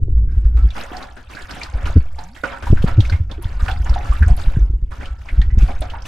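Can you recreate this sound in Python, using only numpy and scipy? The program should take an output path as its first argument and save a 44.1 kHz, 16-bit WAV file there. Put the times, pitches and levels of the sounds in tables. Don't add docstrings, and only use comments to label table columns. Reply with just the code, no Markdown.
import sys
import numpy as np
from scipy import signal
from scipy.fft import rfft, irfft
from scipy.io import wavfile
from scipy.ndimage import uniform_filter1d

SR = 44100
rng = np.random.default_rng(int(sys.argv[2]) if len(sys.argv) > 2 else 0)


def transcribe(u):
    v = np.clip(np.atleast_2d(u).T, -1, 1)
    q = np.round(v * 32767).astype(np.int16)
    wavfile.write(sys.argv[1], SR, q)


N = 267687
TIME_S = np.arange(N) / SR

# frequency in Hz, relative density in dB.
SPRAY_SPECTRUM = [(80, -3.5), (250, 6), (450, -2.5), (750, -2), (1100, -4.5), (1500, -2.5), (2100, -7.5),
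                  (2700, -10.5), (4000, -16.5), (6000, -22), (10500, -30.5), (16000, -39.5)]


def gain(db):
    return 10 ** (np.asarray(db) / 20)


def unit_rms(x):
    return x / np.sqrt(np.mean(x ** 2) + 1e-20)


def at_hz(rows, hz):
    row_hz, value = np.transpose(rows)
    return np.interp(np.log(hz + 1), np.log(row_hz), value)


def over_time(rows, column=1):
    rows = np.asarray(rows)
    return np.interp(TIME_S, rows[:, 0], rows[:, column])


def add(mix, start_s, sound):
    part = mix[:, max(round(start_s * SR), 0):][:, :sound.shape[-1]]
    part += sound[..., :part.shape[-1]]


def panned(x, pan_db):
    return x * gain([[pan_db / 2], [-pan_db / 2]])


def coloured(x, spectrum):
    hz = np.fft.rfftfreq(x.shape[-1], 1 / SR)
    return unit_rms(irfft(rfft(x) * gain(at_hz(spectrum, hz)), x.shape[-1]))


def at_ports(pair):
    # frequency in Hz, left-right correlation.
    likeness = [(100, 0.33), (250, 0.37), (500, 0.45), (1500, 0.64), (5000, 0.56), (12000, 0.65)]
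    a, b = rfft(pair)
    shared = np.clip(at_hz(likeness, np.fft.rfftfreq(pair.shape[-1], 1 / SR)), 0, 1)
    return irfft(np.array([a, shared * a + np.sqrt(1 - shared ** 2) * b]), pair.shape[-1])


def port_noise(samples):
    return at_ports(rng.standard_normal((2, samples)))


def resonant(x, hz, width_hz):
    return signal.lfilter(*signal.iirpeak(min(hz, .45 * SR), max(hz / width_hz, 1), SR), x)


def band(x, hz, width_hz):
    return unit_rms(resonant(resonant(x, hz, width_hz), hz, width_hz))


def bubble(t, hz, cycles, climb=0):
    age = t * hz / cycles
    tone = np.sin(2 * np.pi * hz * t * (1 + climb * np.minimum(age, 5)))
    return tone * np.exp(-age) * (1 - np.exp(-2 * t * hz))


def surges(eddy_share=0.22, overload=0.82, sag_share=0.19, sag_s=0.018):
    # peak time in seconds, level before overload in dB, pitch in Hz, rise in seconds.
    swings = [(0.027, -8, 74.2, 0.011), (0.192, -9, 54, 0.071), (0.375, -9.5, 56.2, 0.017),
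              (0.459, -1.5, 53.8, 0.018), (0.566, -2, 56.8, 0.039), (0.646, -2.5, 52.6, 0.037),
              (1.751, -6.5, 49.1, .013), (1.873, -19.5, 57, 0.028), (1.968, 8.5, 79.6, 0.014),
              (2.153, -24, 66.1, 0.036), (2.706, 5, 54, 0.0056), (2.73, 9, 93.5, 0.0053),
              (2.843, 3, 147.3, 0.0035), (2.989, 4.5, 101.7, 0.015), (3.133, -5.5, 85.4, .022),
              (3.209, -8.5, 85.3, 0.013), (3.458, -9, 68, .007), (3.632, -6, 56.9, 0.0093),
              (3.807, -8.5, 50, 0.01), (3.907, -0.5, 55.9, .017), (4.105, -3.5, 47.3, 0.015),
              (4.223, 0.5, 71.9, 0.024), (4.273, -2, 70, 0.013), (4.313, 3.5, 47, 0.013),
              (4.478, 0.5, 39.4, 0.01), (4.573, 2, 79.4, 0.0054), (4.622, -3, 48.9, 0.035),
              (4.703, -7, 50.9, 0.0083), (4.741, -8, 43.7, 0.02), (4.832, -5, 48.7, 0.01),
              (5.118, -16, 55.3, 0.02), (5.331, -8, 29.6, .014), (5.392, 0, 50.6, 0.022),
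              (5.481, -9.5, 54, 0.017), (5.533, -5.5, 53.4, 0.015), (5.577, 2.5, 55, 0.0068),
              (5.628, 1, 45.7, 0.019), (5.811, -10.5, 55, 0.016)]
    # time in seconds, level in dB.
    churn_levels = [(0, -13), (.64, -21), (.8, -37.5), (1.68, -36.5), (1.85, -20.5), (2.0, -26),
                    (2.2, -39.5), (2.55, -44.5), (2.68, -18.5), (3.05, -18.5), (3.33, -28), (3.7, -19.5),
                    (4.35, -22), (4.85, -27.5), (5.24, -33), (5.5, -16.5), (5.85, -27), (6.07, -29)]
    # frequency in Hz, relative density in dB.
    churn_spectrum = [(10, 2.5), (30, -3), (60, 0.5), (100, -9.5), (160, -28), (280, -35), (450, -44.5),
                      (900, -83)]
    eddy_spectrum = [(10, 3), (30, -8), (60, 2), (120, -30.5), (250, -29.5), (450, -36.5), (900, -77.5)]
    pressure, t = np.zeros((1, N)), np.arange(SR // 4) / SR
    for peak_s, db, hz, rise_s in swings:
        swell = (t / rise_s * np.exp(1 - t / rise_s)) ** 3
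        thump = swell * np.cos(2 * np.pi * hz * (t - rise_s))
        late = np.maximum(t - rise_s, 0) / sag_s
        sag = sag_share * min(gain(db), 1) * late * np.exp(1 - late)
        add(pressure, peak_s - rise_s, gain(db) * (thump - sag))
    pressure += gain(over_time(churn_levels)) * coloured(rng.standard_normal(N), churn_spectrum)
    eddies = coloured(rng.standard_normal(N), eddy_spectrum)
    pressure += eddy_share * abs(signal.hilbert(pressure)) * eddies
    port_leak = signal.butter(1, 2, "highpass", fs=SR, output="sos")
    pressure = signal.sosfilt(port_leak, pressure)
    squashed = pressure / (1 + (pressure / overload) ** 4) ** .25
    return signal.sosfilt(signal.butter(3, 800, fs=SR, output="sos"), squashed)


def hiss(level_db=-76):
    # frequency in Hz, relative density in dB.
    spectrum = [(300, -17), (2000, 12.5), (8000, 8.5), (16000, -22.5)]
    return gain(level_db) * coloured(port_noise(N), spectrum)


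def knocks(level_db=5, hz=310, cycles=0.75):
    # start in seconds, relative level in dB.
    hits = [(0.082, -18.5), (.642, -27), (.916, -19.5), (1.962, -17), (2.728, -16), (2.841, -13),
            (2.988, -12), (4.567, -22.5), (4.588, -21), (4.702, -24.5), (4.736, -27), (4.831, -35),
            (5.391, -32), (5.576, -23.5), (5.625, -22)]
    out, t = np.zeros((1, N)), np.arange(2000) / SR
    for start_s, db in hits:
        add(out, start_s, gain(db + level_db) * bubble(t, hz, cycles))
    return signal.sosfilt(signal.butter(3, 1000, fs=SR, output="sos"), out)


def slaps(level_db=-8, burst_db=-3, note_db=2, attack_s=0.001):
    # start in seconds, relative level in dB, pitch in Hz, t60 in seconds, hiss trim in dB.
    lumps = [(.175, -54, 1604, 0.091, 18), (.289, -47.5, 1573, 0.59, -12), (0.445, -50, 1730, 0.24, 15.5),
             (.57, -34, 1280, 0.27, 5.5), (0.765, -28, 1230, 0.15, 4), (0.927, -27.5, 733, 0.63, 1.5),
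             (1.014, -28.5, 1083, 0.14, 4), (1.166, -36.5, 1546, 0.23, 10), (1.369, -26, 1630, 0.18, -23),
             (1.502, -31.5, 1460, 0.16, 8.5), (1.614, -24, 2343, 0.14, -12), (1.858, -25.5, 1397, 0.19, 8),
             (2.184, -28, 855, 0.25, 1), (2.363, -36.5, 1890, 0.25, 2), (2.435, -17.5, 520, 0.17, 1),
             (2.438, -9.5, 1433, 0.084, -12), (2.571, -22, 1430, .045, -19),
             (2.623, -30.5, 1520, .24, 12.5), (2.668, -22, 953, 0.14, 1.5), (2.771, -25.5, 1527, 0.18, 2.5),
             (2.874, -26.5, 1320, 0.21, 10.5), (3.097, -19.5, 1503, 0.059, 0.5),
             (3.122, -25, 2066, 0.17, 4.5), (3.38, -21, 322, .1, -25), (3.593, -31, 1210, 0.36, -21),
             (3.659, -18.5, 1384, 0.049, 1), (3.681, -14.5, 1492, 0.11, -21),
             (3.686, -16.5, 749, 0.18, -16), (3.859, -30.5, 948, 0.38, 4.5), (3.96, -14, 757, 0.083, -31),
             (4.122, -23.5, 1142, 0.13, -10), (4.224, -14, 1549, 0.1, -8.5), (4.282, -24, 695, 0.15, -2),
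             (4.917, -26, 1146, 0.1, -1.5), (5.059, -40.5, 1307, 0.45, -28),
             (5.287, -19.5, 2110, 0.083, -8.5), (5.416, -25, 1780, 0.11, -6),
             (5.503, -35.5, 1950, 0.17, -25), (5.684, -21.5, 751, 0.12, -13), (5.817, -21.5, 630, 0.18, -1),
             (5.935, -21.5, 895.5, 0.15, -25)]
    out, t = np.zeros((2, N)), np.arange(12000) / SR
    for start_s, db, hz, t60_s, trim_db in lumps:
        pan_db = rng.normal(-3, 5)
        cloud = band(port_noise(len(t)), hz, width_hz=0.4 * hz)
        burst = gain(burst_db + trim_db) * coloured(port_noise(len(t)), SPRAY_SPECTRUM)
        envelope = (1 - np.exp(-t / attack_s)) * gain(-60 * t / t60_s)
        note = gain(note_db) * bubble(t, hz, cycles=0.13 * t60_s * hz, climb=0.015)
        slap = (cloud + burst) * envelope + note
        add(out, start_s, panned(gain(db + level_db) * slap, pan_db))
    return out


def hollow_case(x, ring_db=4, direct_db=-1):
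    # frequency in Hz, relative level in dB, t60 in seconds.
    modes = [(550, -3, .3), (727, -1, .2), (810, -4, .18), (935, -4, .18), (1025, -9, .2), (1195, -5, .18),
             (1330, 2, .55), (1455, -5, .14), (1706, -7, .18), (2311, -11, .12), (3462, -13, .08)]
    ring = sum(gain(db) * resonant(x, hz, 2.2 / t60_s) for hz, db, t60_s in modes)
    return gain(direct_db) * x + gain(ring_db) * ring


def sheet_envelopes(rise_s=0.0055, fade_db_per_s=180):
    # start in seconds, hold in seconds, level in dB, treble in dB (finer spray is brighter).
    sheets = [(0.303, 0.096, -57.5, 5), (.56, 0.1, -56.5, 4.5), (0.748, 0.064, -33, 0.5),
              (0.88, 0.16, -41.5, -3.5), (1.294, .13, -40, 3.5), (1.487, 0.16, -36.5, 0),
              (1.727, 0.15, -39, -6.5), (1.851, 0.036, -34, -1), (2.15, 0.093, -54.5, 9.5),
              (2.345, 0.029, -51, 13.5), (2.434, 0.1, -32, -7.5), (2.652, 0.022, -44, 13.5),
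              (2.816, 0.019, -39, 4.5), (2.859, 0.026, -29.5, -16), (2.99, 0.17, -43, 2),
              (3.293, 0.023, -38, -8), (3.413, 0.13, -41, -2), (3.592, 0.11, -39.5, 6),
              (3.85, 0.2, -37.5, -8), (4.037, 0.13, -39, 3), (4.258, 0.048, -42, 1.5),
              (4.368, 0.061, -37.5, 4.5), (4.479, 0.097, -44.5, 0), (4.904, 0.065, -44, 3.5),
              (4.997, 0.038, -35.5, -5), (5.184, 0.035, -50, 3.5), (5.245, 0.14, -44, -2),
              (5.576, .08, -41.5, 6), (5.676, 0.022, -35, -2), (5.811, 0.036, -37.5, -26),
              (5.888, 0.089, -43, -32), (6.049, .03, -36, 8)]
    power, t = np.zeros((2, N)), np.arange(SR // 2) / SR
    for start_s, hold_s, db, treble_db in sheets:
        fall = (1 - np.exp(-t / rise_s)) * gain(db - fade_db_per_s * np.maximum(t - hold_s, 0))
        add(power, start_s, (gain([[0], [treble_db]]) * fall) ** 2)
    return np.sqrt(power)


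def far_wash(patchy_db=3):
    _, _, cells = signal.stft(rng.standard_normal((2, N)), SR, nperseg=256, noverlap=192)
    patches = uniform_filter1d(rng.standard_normal(cells.shape[1:]), size=6, axis=0)
    patches = unit_rms(uniform_filter1d(patches, size=16, axis=1))
    _, wash = signal.istft(cells * gain(patchy_db * patches), SR, nperseg=256, noverlap=192)
    return coloured(at_ports(wash[:, :N]), SPRAY_SPECTRUM)


def plink(hz, t, bubbles=7):
    detune, late, phase = rng.random((3, bubbles, 1))
    bubble_hz = hz * 1.4 ** (detune - .5)
    age_s = np.maximum(t - .004 * late ** 2, 0)
    decay_s = 9 / np.sqrt(hz * 3000) * rng.uniform(.5, 1.3)
    envelope = np.exp(-age_s / decay_s) * (1 - np.exp(-age_s * hz / 2))
    rings = np.sin(2 * np.pi * (bubble_hz * age_s + phase)) * envelope
    pair = (1 + .9 * rng.standard_normal((2, bubbles))) @ rings
    return pair * np.sqrt(np.sqrt(hz) / np.sum(pair ** 2))


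def near_plinks(pitches=160, base_rate_per_s=1600):
    out, t = np.zeros((2, N)), np.arange(2000) / SR
    for hz in np.geomspace(500, 14000, pitches):
        ring = plink(hz, t)
        count = int(base_rate_per_s * N / SR / pitches * np.sqrt(hz / 2500))
        when, chance = rng.random((count, 2)).T
        spread_db = 5.2 * np.clip(np.sqrt(hz / 4500), .6, 1.05)
        sizes = gain(spread_db * (np.minimum(-np.log(1 - chance), 4) - 1.5))
        for start_s, size in zip(when * N / SR, sizes):
            add(out, start_s, size * ring)
    return coloured(out, SPRAY_SPECTRUM)


def spray(wash_db=-1, near_db=-4, split_hz=3500, pan_db=-1.2):
    # time in seconds, relative level in dB.
    drizzle = [(0, -74.5), (.5, -59), (.8, -39.5), (1.22, -48.5), (1.95, -46), (2.3, -49.5), (2.9, -42.5),
               (3.25, -69.5), (3.8, -41), (4.55, -46), (4.8, -63.5), (5.2, -56.5), (6.07, -44.5)]
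    wash = gain(wash_db) * far_wash()
    near = gain(near_db) * near_plinks()
    water = wash + near
    body = signal.sosfiltfilt(signal.butter(2, split_hz, fs=SR, output="sos"), water)
    body_envelope, treble_envelope = sheet_envelopes()
    strays = gain(over_time(drizzle)) * near
    return panned(body_envelope * body + treble_envelope * (water - body) + strays, pan_db)


def drops(level_db=-1, tick_decay_s=0.0052, splat_db=-15, splat_decay_s=0.028):
    # time in seconds, relative level in dB, pitch in Hz, left minus right in dB.
    hits = [(0.705, -32.5, 3440, -2), (0.78, -27, 2540, 3), (.835, -38, 6660, 2), (.968, -29, 4600, -4),
            (1.027, -31, 4070, -5), (1.351, -34, 4120, 0), (1.51, -26.5, 4500, -3), (1.617, -31, 2270, 14),
            (1.633, -23, 4440, -1), (1.856, -28.5, 2860, -2), (2.189, -34, 4070, 3), (2.238, -37, 5930, 0),
            (2.823, -30, 3120, 2), (3.005, -22, 3470, -2), (3.051, -24, 2360, -1), (3.098, -27, 4330, 1),
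            (3.314, -30, 3470, -5), (3.424, -34, 10600, 8), (3.444, -35, 3500, -1),
            (3.683, -22.5, 2720, -4), (3.714, -28, 3300, -10), (3.846, -36.5, 6300, -2),
            (3.895, -30, 4770, -7), (3.941, -30, 3640, -3), (4.281, -33.5, 7000, -10),
            (4.366, -35.5, 10500, -12), (5.057, -29.5, 3000, -3), (5.416, -30, 3500, -1.5),
            (5.588, -35, 5660, 1), (5.621, -28, 2470, -1), (5.808, -33, 9400, -7), (5.821, -29.5, 3750, -1),
            (5.9, -28.5, 2980, -1), (6.022, -36.5, 5230, -6)]
    out, t = np.zeros((2, N)), np.arange(3000) / SR
    onset = 1 - np.exp(-(t / .0008) ** 2)
    for time_s, db, hz, pan_db in hits:
        noise = port_noise(len(t))
        tick = band(noise, hz, width_hz=0.3 * hz) * np.exp(-t / tick_decay_s)
        splat = gain(splat_db) * band(noise, hz=3300, width_hz=6000) * np.exp(-t / splat_decay_s)
        add(out, time_s - .001, panned(gain(db + level_db) * (tick + splat) * onset, pan_db))
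    return out


def gurgle():
    # time in seconds, pitch in Hz, level in dB.
    pocket = [(2.17, 121, -68), (2.24, 147.6, -41), (2.3, 202, -43), (2.35, 284, -47)]
    cycles = np.cumsum(over_time(pocket)) / SR
    sounding = (TIME_S > pocket[0][0]) & (TIME_S < pocket[-1][0])
    return sounding * gain(over_time(pocket, column=2)) * np.sin(2 * np.pi * cycles)


def scene():
    return hollow_case(spray() + slaps() + drops()) + surges() + knocks() + gurgle() + hiss()


def record(dry, fade_in_s=0.008, cutoff_hz=15900):
    clipped = np.clip(dry * np.minimum(TIME_S / fade_in_s, 1), -1, 1)
    lowpass = signal.firwin(511, cutoff_hz, window=("kaiser", 9), fs=SR)
    return signal.oaconvolve(clipped, lowpass[None], "same")


dry = scene()
out = record(dry)
transcribe(out)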